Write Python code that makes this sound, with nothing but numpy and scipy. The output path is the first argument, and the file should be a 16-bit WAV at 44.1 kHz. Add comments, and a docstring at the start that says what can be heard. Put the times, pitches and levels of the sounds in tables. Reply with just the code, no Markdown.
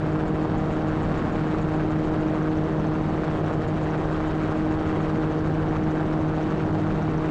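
"""A gyroplane cruises in open air, heard close by from a microphone on its mast, for 7.3 s.
From the start a four-cylinder engine drones in sine orders with a geared three-blade pusher propeller;
noise throbs with each firing as roar, low noise buffets the microphone, and two free-turning rotor blades
thump, whistle and hiss overhead. The low roar surges near 1.2 s and sags near 4.1 s, just before
the airstream swells most; the engine speed creeps up to the end."""
import sys
import numpy as np
from scipy import signal
from scipy.io import wavfile
from scipy.ndimage import uniform_filter1d

SR = 44100
rng = np.random.default_rng(int(sys.argv[2]) if len(sys.argv) > 2 else 0)


def generate_wav(signal):
    """Clip the signal to [-1, 1] and save it as 16-bit WAV at the path in sys.argv[1]."""
    frames = np.transpose(np.atleast_2d(signal))
    scaled = np.clip(frames, -1, 1) * 32767
    pcm = np.round(scaled).astype(np.int16)
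    wavfile.write(sys.argv[1], SR, pcm)


def nominal_scale(level):
    """Amplitude ratio for a level in decibels (scalar or array-like)."""
    x = np.asarray(level, float) / 20
    return 10 ** x


N = 321930


def rms_one(x):
    """Scales to rms 1."""
    return x / np.sqrt(np.mean(x ** 2) + 1e-20)


def in_time(rows):
    """Columns of a curve table whose first column is time, one value a sample."""
    time_s, *columns = np.transpose(rows)
    return [np.interp(np.arange(N) / SR, time_s, column) for column in columns]


def at_hz(rows, hz):
    """Columns of a spectrum table at one frequency, interpolated along log frequency."""
    table_hz, *columns = np.transpose(rows)
    return [np.interp(np.log(hz), np.log(table_hz), column) for column in columns]


def drift(corner_hz):
    """Slow chance of spread 1: noise at every 40th sample through a double one-pole low-pass."""
    pole = np.exp(-2 * np.pi * corner_hz * 40 / SR)
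    steps = rng.standard_normal(N // 40 + 2002)
    slow = signal.lfilter([1], [1, -2 * pole, pole * pole], steps)[2000:]   # settled part only
    slow = rms_one(slow - slow.mean())
    return np.interp(np.arange(N) / 40, np.arange(len(slow)), slow)


def per_cycle(cycles, spread):
    """One random value for each cycle, held until the next."""
    values = spread * rng.standard_normal(int(cycles[-1]) + 3)
    return values[np.floor(cycles + .5).astype(int)]


def band(x, low_hz, high_hz):
    """Butterworth band-pass."""
    return signal.sosfilt(signal.butter(2, [low_hz, high_hz], "band", fs=SR, output="sos"), x)


def noise_bands(low_hz, count):
    """Quarter-octave bands of white noise with their centres; neighbours are unrelated."""
    white = rng.standard_normal((2, N))
    edges = low_hz * 2 ** (np.arange(count + 1) / 4)
    bands = []
    for k, (low, high) in enumerate(zip(edges, edges[1:])):
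        bands.append((np.sqrt(low * high), band(white[k % 2], low, high)))
    return bands


def tone(angle, level_db, waver_db):
    """A sine whose strength wavers with the turbulent air on its path."""
    strength = np.sqrt(2) * nominal_scale(level_db + waver_db * drift(2.56))
    return strength * np.sin(angle)


def exhaust(firing):
    """All orders cross zero together: a suction dip, then a steep pressure rise at each firing."""
    # wavering hum: start_s, first_order_db, second_order_db (rms)
    hum = [(0, -29.5, -30), (1.25, -33.5, -30.5), (1.9, -30, -29.5), (2.8, -30, -28.5), (3.7, -31.5, -33.5),
           (4.8, -33, -27.5), (5.5, -28, -31.5), (6.5, -30.5, -29.5), (7.3, -29.5, -27.5)]
    # orders above the second: firing_rate_multiple, level_db (rms)
    upper_orders = [(3, -38.5), (4, -43), (5, -47.5), (6, -68.5), (7, -58), (8, -56), (9, -60.5), (10, -69),
                    (13, -68.5), (18, -73.5), (19, -69.5), (28, -81.5)]
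    first_db, second_db = in_time(hum)
    angle_lead = 0.16   # radians of the firing cycle
    out = tone(firing + angle_lead, first_db, waver_db=0.2)
    out = out + tone(2 * firing + angle_lead, second_db, waver_db=1.6)
    return out + sum(tone(k * firing + angle_lead, db, waver_db=1.0) for k, db in upper_orders)


def propeller(firing):
    """Blade tones, locked to the engine by the gearbox."""
    # blade orders: blade_rate_multiple, level_db (relative to base_db)
    blade_orders = [(1, 1.5), (2, 1.5), (4, -11.5), (6, -27.5)]
    base_db = -40.5
    blade = 7 / 11 * firing   # blade passings per firing
    return sum(tone(k * blade, base_db + db, waver_db=2.0) for k, db in blade_orders)


def roar(firing, air_db):
    """Exhaust and slipstream noise swells just before each pressure rise, each puff with its own strength."""
    # spectrum: pitch_hz, density_db (relative, per Hz), throb_db (per unit of swell)
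    roar_spectrum = [(93, -8.5, -10.5), (157, 3.5, 2), (252, 0.5, -5.5), (367, 2, 3), (417, -5, 3.5),
                     (750, -5, 4), (850, -9, 2.5), (1000, -8.5, 3), (1510, -14, 4.5), (2000, -21, 2.5),
                     (2860, -27, 1.6), (4400, -35, 1), (5350, -42, 0.4), (7650, -44.5, -0.5),
                     (8200, -67, -2), (13000, -70.5, 4.5)]
    # how the roar follows the airstream: pitch_hz, share (dB per dB)
    airstream_share = [(250, -.3), (700, -0.15), (1500, 0.79), (8000, 0.42)]
    # surge and sag below 300 Hz: centre_s, change_db, length_s (Gaussian spread)
    rumble_surges = [(1.248, 3.5, .2), (4.1, -3.5, 0.24)]
    angle = firing + 1.29
    pulse = np.cos(angle) + .3 * np.cos(2 * angle)
    swell = pulse + (1 + pulse) * per_cycle(angle / (2 * np.pi), spread=0.11)
    gusts_db = .15 * drift(5.4) + 1.35 * drift(38.0)
    surge_db = 0
    for centre_s, change_db, length_s in rumble_surges:
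        surge_db = surge_db + change_db * np.exp(-.5 * ((np.arange(N) / SR - centre_s) / length_s) ** 2)
    out = 0
    for hz, noise in noise_bands(84.86, count=29):
        level_db, throb_db = at_hz(roar_spectrum, hz)
        slow_db = at_hz(airstream_share, hz)[0] * air_db + surge_db * (hz < 300)
        # gusts flutter all bands above 400 Hz together, in full from about 2.3 kHz
        gust_share = 1.01 * np.clip(np.log2(hz / 400) / 2.5, 0, 1)
        flutter_db = gust_share * gusts_db + .6 * drift(9.0)
        out = out + noise * nominal_scale(level_db + slow_db + throb_db * swell + flutter_db)
    return nominal_scale(-37.5) * out / np.std(band(out, 950, 4000))   # level within 950-4000 Hz


def passing(turns, width):
    """A bump once a turn, width in turns, with a strength that varies from pass to pass."""
    from_centre = (turns + .5) % 1 - .5
    return nominal_scale(per_cycle(turns, spread=1.3)) * np.exp(-.5 * (from_centre / width) ** 2)


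def whistle(hz, width_hz):
    """Noise in a narrow band around a steady or moving pitch."""
    lowpass = signal.butter(2, width_hz / 2, fs=SR, output="sos")
    slow = signal.sosfilt(lowpass, rng.standard_normal((2, N)))
    angle = 2 * np.pi * np.cumsum(hz + np.zeros(N)) / SR
    return rms_one(slow[0] * np.cos(angle) + slow[1] * np.sin(angle))


def rotor():
    """Each blade passing overhead whistles at its trailing edge, hisses broadly and thumps."""
    # rotor speed: start_s, turns_per_s
    rotor_speed = [(0, 6.59), (1.2, 6.73), (1.5, 6.84), (3.3, 6.74), (6.5, 6.734), (7.3, 6.645)]
    # whistles as the disc tilts through the turn: start_s, first_blade_db, first_blade_middle_hz, second_blade_db
    blade_whistles = [(0, -61.5, 7050, -70), (1.6, -61, 7050, -66), (2.2, -66, 7000, -59.5),
                      (2.6, -62, 5900, -58.5), (3.3, -66.5, 6360, -62), (3.9, -60, 7190, -60),
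                      (4.4, -62, 7120, -63.5), (5.2, -63, 6320, -61), (6.4, -63, 6260, -61),
                      (7.3, -65.5, 6210, -60.5)]
    # thump orders: blade_passing_rate_multiple, level_db (rms)
    thump_orders = [(2, -61), (4, -48.5), (5, -49), (6, -48), (7, -63), (11, -42)]
    turns = .157 + np.cumsum(in_time(rotor_speed)[0]) / SR   # first blade's position
    first_db, first_hz, second_db = in_time(blade_whistles)
    falling = 1 - .08 * np.sin(2 * np.pi * turns)   # the pitch drops as the blade sweeps by
    first = nominal_scale(first_db) * passing(turns - .02, 0.056) * whistle(first_hz * falling, width_hz=920)
    second = nominal_scale(second_db) * passing(turns + .49, 0.027) * whistle(5940, width_hz=770)
    broad = rms_one(band(rng.standard_normal(N), 3900, 8600))
    hiss = nominal_scale(-69.5) * passing(2 * turns + 0.85, 0.087) * broad
    blade_angle = 4 * np.pi * turns   # two blades a turn
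    thump = sum(tone(k * blade_angle, db, waver_db=2.5) for k, db in thump_orders)
    return first + second + hiss + thump


def buffet(air_db):
    """Lumpy low noise of the airstream on the microphone port, swelling with it."""
    # spectrum: pitch_hz, density_db (relative, per Hz)
    buffet_spectrum = [(10, -20.5), (22, -1.5), (50, -3.5), (62, -6.5), (85, -2.5), (130, -6)]
    out = 0
    for hz, noise in noise_bands(9.94, count=15):
        out = out + noise * nominal_scale(at_hz(buffet_spectrum, hz)[0] + 1.0 * drift(6.8))
    return nominal_scale(-35.6 + .9 * air_db) * rms_one(out)


def scene():
    """Engine, propeller, airstream and rotor at one microphone."""
    # engine speed: start_s, firings_per_s
    engine_speed = [(0, 155.65), (1.5, 155.7), (3, 155.75), (4, 156.0), (6, 156.1), (7.3, 156.45)]
    # slow swell of the airstream about its mean: start_s, level_db
    airstream = [(0, -1.2), (.7, 0), (1.35, 0.85), (2.0, 0.04), (2.8, -0.9), (3.5, 0), (4.3, 1.66),
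                 (5.0, 0.9), (5.5, 0.1), (6.1, -1), (6.7, -0.5), (7.3, 1.1)]
    firing = 2 * np.pi * np.cumsum(in_time(engine_speed)[0]) / SR
    air_db, = in_time(airstream)
    drone = exhaust(firing) + propeller(firing)
    mix = drone + roar(firing, air_db) + rotor() + buffet(air_db)
    return mix[None]


def top_cut(x):
    """Nothing passes above the cut-off."""
    return signal.sosfilt(signal.butter(12, 13930, fs=SR, output="sos"), x)


def record(dry):
    """Gain control evens the level in part; the strongest peaks are rounded."""
    power = uniform_filter1d(dry ** 2, size=2200, axis=1)   # over 50 ms
    even = dry * (power / power.mean() + 1e-6) ** -.15
    rounded = .45 * np.tanh(even / 0.44)
    # the shielded port dulls the top
    dulled = signal.sosfilt(signal.butter(3, 11800, fs=SR, output="sos"), rounded)
    return top_cut(dulled)


dry = scene()
out = record(dry)
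generate_wav(out)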